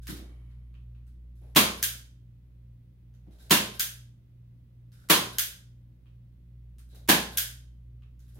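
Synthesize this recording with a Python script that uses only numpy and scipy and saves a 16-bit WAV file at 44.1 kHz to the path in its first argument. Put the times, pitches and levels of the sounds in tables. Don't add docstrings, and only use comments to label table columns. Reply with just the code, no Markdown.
import sys
import numpy as np
from scipy import signal
from scipy.fft import rfft, irfft, next_fast_len
from scipy.io import wavfile
from scipy.ndimage import uniform_filter1d, map_coordinates

SR = 44100
rng = np.random.default_rng(int(sys.argv[2]) if len(sys.argv) > 2 else 0)


def generate_wav(signal):
    frames = np.transpose(np.atleast_2d(signal))
    scaled = np.clip(frames, -1, 1) * 32767
    pcm = np.round(scaled).astype(np.int16)
    wavfile.write(sys.argv[1], SR, pcm)


N = 369999
T = np.arange(SR * 3 // 4) / SR

# start_s, level_db, thud_db, bar_db, low_bark_hz, low_bark_db, high_bark_hz, high_bark_db
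SHOTS = [(1.559, -2, -16, -18, 1120, -11.5, 2350, -14), (3.506, -3, -16, -18, 1580, -17, 2800, -15),
         (5.097, -2.5, -18.5, -19.5, 1060, -12.5, 1407, -13.5),
         (7.086, -3.5, -14.5, -17.5, 820, -13, 1660, -8.5)]
# delay_s, level_db, t60_s
STRIKER_PULSES = [(0, -11.5, .03), (.0028, 1.5, 0.016), (.005, -4, .016)]
# start_s, level_db
RETURNS = [(1.8284, -10.5), (3.7967, -11.5), (5.3853, -10.5), (7.3739, -10.5)]
# start_s, hold_s, level_db, squeak_hz, squeak_db
SQUEEZES = [(0.013, .05, -62.5, 3080, -12), (1.356, .16, -80, 10910, -1), (3.31, .08, -73.5, 3780, -6),
            (3.389, .08, -64.5, 3870, -7.5), (4.92, .13, -69, 1445, -4), (6.895, 0.093, -70.5, 3900, -0.5),
            (8.195, .19, -76, 3784, -10)]
# start_s, level_db, treble_db, ping_hz
TICKS = [(0.0701, -29, -11.5, 1800), (0.0964, -30.5, -8.5, 3800), (0.163, -40.5, -12, 3600),
         (0.504, -62, -23, 2000), (1.0685, -60.5, -12, 8550), (1.3551, -65, -8, 11000),
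         (3.1395, -61.5, -15, 6400), (3.31, -59.5, -13, 3900), (3.3877, -55, -12.5, 3900),
         (4.9193, -53.5, -11.5, 5110), (6.784, -49, -9.5, 8900), (6.89, -59.5, -4.5, 3900),
         (6.948, -46, -7.5, 3900), (8.1933, -56.5, -8, 6420), (8.2822, -57, -11.5, 11000),
         (8.3454, -53, -2, 11000)]
# start_s, level_db
TAPS = [(0.7408, -54), (0.9494, -61), (6.0577, -58.5), (8.0217, -56)]
# start_s, level_db
BUMPS = [(0.087, -33), (0.125, -37), (0.212, -45.5), (3.273, -46.5), (8.364, -53)]
# start_s, hold_s, level_db
SCUFFS = [(0.145, 0.073, -60), (1.409, 0.056, -63.5), (3.251, 0.22, -68), (5.033, 0.049, -73),
          (6.92, 0.044, -63.5), (8.35, .04, -61.5)]

# pitch_hz, level_db, t60_s
FRAME_MODES = [(88, -16.5, 0.99), (117.54, -13.5, 0.89), (150, -7, 0.45), (162, -3, 0.36), (176, -6, 0.65),
               (199.4, -3.5, 0.58), (211.5, -0.5, 0.48), (236.3, -2.5, .5), (254, -1.5, 0.38),
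               (296.2, 1.5, .33), (320.5, 6, 0.17), (341.7, -6.5, 0.44), (366, -3, 0.24), (440.4, 1, 0.17),
               (607.6, -6, 0.34)]
BAR_MODES = [(909, -2.5, 0.47), (980, 2, .35), (1051, -3, 0.52), (1096, 0.5, 0.22), (1149, -3, 0.37),
             (1443, -4, 0.23), (1673, -2.5, 0.35), (1790, -4.5, 0.28)]
SPRING_MODES = [(1438, -4.5, .45), (1520, -1.5, 0.38), (1577, -1.5, 0.35), (3128, -5.5, 0.62),
                (3220, -4.5, 0.45), (3696, -11, 0.5), (3670, -3.5, 0.44)]

# centre_hz, width_hz, level_db
CASE_BANDS = [(1590, 110, 1.5), (3420, 490, -1), (4900, 410, -1), (6420, 790, -0.5), (8850, 320, 1.5),
              (11500, 640, 1), (14200, 750, -3)]
LEVER_BANDS = [(1550, 120, 4.5), (3700, 400, -0.5), (5160, 700, -5.5), (11240, 1600, -5)]
HANDLE_BANDS = [(1150, 290, 2), (1940, 170, 1), (2230, 130, 4), (3120, 83, 4), (3800, 300, -9),
                (10800, 1330, -11)]
NOSE_BANDS = [(1200, 240, -3.5), (1800, 360, -7), (2590, 350, -1), (3150, 280, -2), (3728, 660, -10)]

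# frequency_hz, gain_db
SLAM_EQ = [(80, -15), (170, -5.5), (330, -1), (430, -2.5), (750, -5), (1200, -2), (2300, 0), (3200, 3),
           (4400, -1), (5400, -5), (6600, -4), (7600, -7.5), (9000, -5.5), (13000, -3), (15500, -5)]
CLACK_EQ = [(200, -41), (500, -15.5), (850, -17), (1200, -8), (1550, 2.5), (1850, -0.5), (2600, 0),
            (3300, 4.5), (4500, -2), (6300, -1), (7400, -2), (9000, -1.5), (12000, 6), (15500, 4)]
SCRAPE_EQ = [(700, -25.5), (1300, -8.5), (1900, -4), (2900, -5), (6000, -2.5), (11500, -5), (15500, -11.5)]
TICK_EQ = [(300, -24.5), (800, -14), (1400, -1), (2200, -5), (3100, -4.5), (4500, -4.5), (8000, -9),
           (12000, -4.5), (15500, -9.5)]
BUMP_EQ = [(60, -20), (160, 3), (300, 0.5), (450, -17), (800, -31.5), (2500, -58), (8000, -78)]
SCUFF_EQ = [(120, -9.5), (300, 3), (700, 0), (1100, -13.5), (2500, -18), (8000, -32.5)]
AIR_EQ = [(20, -9), (45, 1), (80, 4), (150, -0.5), (230, -7), (300, -11.5), (400, -20), (550, -23.5),
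          (750, -31), (3300, -34.5), (5000, -40.5), (7500, -45), (12000, -41.5), (15500, -40)]

# delay_s, level_db, right_ear_lag_s
REFLECTIONS = [(.0013, -12, 0), (.0086, -3, 0.0057), (.0098, -2.5, -.00012), (0.0121, -9.5, .00025),
               (0.0138, -8.5, -0.0045)]
# frequency_hz, t60_s
ROOM_DECAY = [(100, 0.45), (200, 0.18), (400, 0.63), (900, 0.41), (2500, 0.39), (5000, .4), (9000, .36),
              (15000, 0.26)]
# frequency_hz, correlation
STEREO_LIKENESS = [(60, 0.67), (130, .97), (290, 0.72), (640, 0.38), (1400, -0.18), (3100, -0.15),
                   (15000, 0.13)]
# time_s, level_db
MOTOR_RIDE = [(0.0, -43.5), (0.45, -46), (1.5, -47.0), (1.95, -49.5), (2.33, -56.5), (2.64, -51.5),
              (2.9, -59.5), (3.28, -51.0), (3.95, -54), (4.2, -63.5), (4.7, -57.5), (5.0, -61.5),
              (5.35, -53), (5.6, -57), (6.35, -55), (6.65, -49), (7.3, -48.5), (8.39, -50.5)]
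# pitch_hz, level_db
WHINE = [(177, -70.5), (240, -77.5), (353, -87), (530, -91), (1950, -103), (2062, -100), (2530, -103)]


def shots():
    out = np.zeros((2, N))
    force = np.sqrt(sum((amp(db) * fade(t60, delay)) ** 2 for delay, db, t60 in STRIKER_PULSES))
    for start, db, thud_db, bar_db, low_hz, low_db, high_hz, high_db in SHOTS:
        catch = norm(eq(blow(fade(t60=.022), wet_db=11, grit_db=2), TICK_EQ))
        add(out, start - .009, amp(db - 8) * catch)
        steel = norm(eq(blow(force, wet_db=11.5, grit_db=1.5), SLAM_EQ))
        bar = amp(bar_db + 4) * ring(BAR_MODES, attack_s=.0044, spread_rad=1.5)
        wood = bar + amp(low_db) * bark(force, low_hz) + amp(high_db) * bark(force, high_hz)
        spring = amp(-20) * ring(SPRING_MODES, attack_s=.0052, spread_rad=1.7)
        case = amp(-22) * rattle(CASE_BANDS, t60=.57)
        add(out, start, amp(db + 21) * (steel + wood + spring + case))
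        thud = ring(FRAME_MODES, attack_s=.0028, spread_rad=.15)
        add(out, start + .002, amp(db + thud_db + 27) * thud)
    return out


def bark(force, hz, width_hz=180):
    return norm(resonate(blow(force, wet_db=12.5, grit_db=-.5), [(hz, width_hz, 0)]))


def lever_returns():
    out = np.zeros((2, N))
    slide = amp(-15) * fade(t60=.03)
    force = slide + fade(t60=.0051, start=.0026) + amp(1.5) * fade(t60=.0081, start=.0025)
    for start, db in RETURNS:
        clack = norm(eq(blow(force, wet_db=11, grit_db=.5), CLACK_EQ))
        case = amp(-4.5) * norm(resonate(blow(force, wet_db=4.5, grit_db=3.5), CASE_BANDS))
        spring = amp(-24) * ring(SPRING_MODES, attack_s=.003, spread_rad=2.4)
        add(out, start - .003, amp(db + 19) * (clack + case + spring))
        add(out, start - .06, amp(db - 6.5) * rattle(LEVER_BANDS, t60=.4))
    return out


def handling():
    out = np.zeros((2, N))
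    touch = fade(t60=.014)
    for start, db, treble_db, ping_hz in TICKS:
        contact = eq(blow(touch, wet_db=11, grit_db=1), TICK_EQ)
        tick = norm(eq(contact, [(3500, 0), (7000, treble_db + 11)]))
        ping_band = [(ping_hz, .089 * ping_hz, 0)]
        ping = amp(-7) * norm(resonate(blow(touch, wet_db=9, grit_db=0), ping_band))
        spring = amp(-15) * ring(SPRING_MODES, attack_s=.0033, spread_rad=2.7)
        add(out, start, amp(db + 18.5) * (tick + ping + spring))
    add(out, .07, amp(-25.5) * rattle(HANDLE_BANDS, t60=1.8))
    for start, db in TAPS:
        tap = norm(resonate(blow(fade(t60=.0073), wet_db=9, grit_db=6), NOSE_BANDS))
        add(out, start, amp(db + 18.5) * tap)
    for start, db in BUMPS:
        bump = norm(eq(blow(fade(t60=.018), wet_db=2.5, grit_db=.5), BUMP_EQ))
        add(out, start, amp(db + 25.5) * bump)
    return out


def lever_squeezes():
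    body = unit(resonate(friction(slip_db=2.5), LEVER_BANDS))
    scrape = amp(-.5) * unit(eq(friction(slip_db=.5), SCRAPE_EQ))
    steel = unit(body + scrape)
    rub = friction(slip_db=4)
    out = np.zeros((2, N))
    for start, hold, db, squeak_hz, squeak_db in SQUEEZES:
        squeak = amp(squeak_db) * unit(resonate(rub, [(squeak_hz, .08 * squeak_hz, 0)]))
        out += amp(db) * gesture(start, hold, attack_s=.021, release_s=.07) * (steel + squeak)
    return out


def canvas_scuffs():
    pressure = sum(amp(db) * gesture(start, hold, attack_s=.019, release_s=.11)
                   for start, hold, db in SCUFFS)
    return pressure * unit(eq(friction(slip_db=.5), SCUFF_EQ))


def room_tone(motor_hz=58.85, mains_hz=60):
    t = np.arange(N) / SR

    def tone(hz, drift_rad):
        return np.sqrt(2) * np.cos(2 * np.pi * hz * (t - .1) + drift_rad * wobble(1.7))

    ride = amp(np.interp(t, *np.transpose(MOTOR_RIDE)))
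    motor = ride * tone(motor_hz, drift_rad=.15) + amp(-62.5) * tone(2 * motor_hz, drift_rad=.36)
    mains = amp(-55 + 1.9 * wobble(2.3)) * tone(2 * mains_hz, drift_rad=.1)
    whine = sum(amp(db) * tone(hz, drift_rad=.79) for hz, db in WHINE)
    air = amp(-61) * unit(eq(diffuse(N), AIR_EQ))
    return motor + mains + whine + air


def blow(force, wet_db, grit_db, build_s=.0057):
    size = SR // 16

    def chatter():
        burst = force[:size] * rng.standard_normal(size)
        grit = unit(uniform_filter1d(rng.standard_normal(size), size=6))
        return norm(burst * amp(grit_db * grit))

    out = np.zeros((2, len(T)))
    add(out, 0, chatter())
    for delay, db, right_lag in REFLECTIONS:
        echo = amp(db) * chatter()
        add(out[:1], delay, echo)
        add(out[1:], delay + right_lag, echo)
    hz, t, bands = signal.stft(diffuse(len(T)), SR, nperseg=256)
    decay = np.exp(-np.log(1000) * t / curve_at(ROOM_DECAY, hz)[:, None])
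    tail = signal.istft(bands * decay, SR, nperseg=256)[1][:, :len(T)]
    bloom = np.sqrt(np.cumsum(norm(force) ** 2)) * (1 - np.exp(-T / build_s))
    return norm(out + amp(wet_db) * norm(tail * bloom))


def ring(modes, attack_s, spread_rad):
    out = np.zeros((2, len(T)))
    for (hz, db, t60), (level, detune, ear) in zip(modes, rng.standard_normal((len(modes), 3))):
        phase = rng.uniform(0, 2 * np.pi) + spread_rad * ear * np.array([[-.5], [.5]])
        pitch_hz = hz * (1 + .0027 * detune)
        out += amp(db + 1.2 * level) * fade(t60) * np.sin(2 * np.pi * pitch_hz * T + phase)
    return norm(out * (1 - np.exp(-T / attack_s)))


def rattle(bands, t60):
    envelope = fade(t60) * (1 - fade(t60=.03))
    return norm(resonate(diffuse(len(T)) * envelope, bands))


def friction(slip_db):
    return diffuse(N) * amp(slip_db * wobble(150))


def diffuse(size):
    def mid_side_gains(hz):
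        angle = np.arccos(np.clip(curve_at(STEREO_LIKENESS, hz), -1, 1)) / 2
        return np.array([np.cos(angle), np.sin(angle)])
    mid, side = filtered(rng.standard_normal((2, size)), mid_side_gains)
    return np.array([mid + side, mid - side])


def gesture(start, hold, attack_s, release_s):
    since = np.arange(N) / SR - start
    return np.clip(since / attack_s, 0, 1) * np.exp(-np.maximum(since - hold, 0) / release_s)


def fade(t60, start=0):
    return (T >= start) * np.exp(-np.log(1000) * np.abs(T - start) / np.maximum(t60, 1e-4))


def wobble(rate_hz):
    knots = rng.standard_normal(int(N * rate_hz / SR) + 4)
    return map_coordinates(knots, [np.arange(N) * rate_hz / SR])


def eq(x, curve):
    def response(hz):
        cepstrum = irfft(np.log(amp(curve_at(curve, hz))))
        half = len(cepstrum) // 2
        return np.exp(rfft(np.r_[cepstrum[0], 2 * cepstrum[1:half], np.zeros(half)]))
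    return filtered(x, response)


def resonate(x, bands):
    def response(hz):
        return sum((-1) ** k * amp(db) * 1j * hz * width / (centre ** 2 - hz ** 2 + 1j * hz * width)
                   for k, (centre, width, db) in enumerate(bands))
    return filtered(x, response)


def filtered(x, response):
    size = 2 * next_fast_len(x.shape[-1] // 2 + SR // 8)
    hz = np.fft.rfftfreq(size, 1 / SR)
    return irfft(rfft(x, size) * response(hz), size)[..., :x.shape[-1]]


def curve_at(points, hz):
    knots_hz, values = np.transpose(points)
    return np.interp(np.log(hz + 1), np.log(knots_hz), values)


def add(track, start, sound):
    part = track[:, max(round(start * SR), 0):][:, :sound.shape[-1]]
    part += sound[..., :part.shape[-1]]


def amp(db):
    return 10 ** (np.asarray(db) / 20)


def unit(x):
    return x / np.sqrt(np.mean(x ** 2) + 1e-20)


def norm(x):
    return unit(x) / np.sqrt(x.shape[-1])


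def scene():
    gun = shots() + lever_returns() + handling() + lever_squeezes() + canvas_scuffs()
    return gun * amp([[-.55], [.55]]) + room_tone() * amp([[-.3], [.3]])


def record(dry):
    cutoff_hz = 15950
    clipped = dry / (1 + np.abs(dry) ** 6) ** (1 / 6)
    return filtered(clipped, lambda hz: 1 / (1 + (hz / cutoff_hz) ** 160))


dry = scene()
out = record(dry)
generate_wav(out)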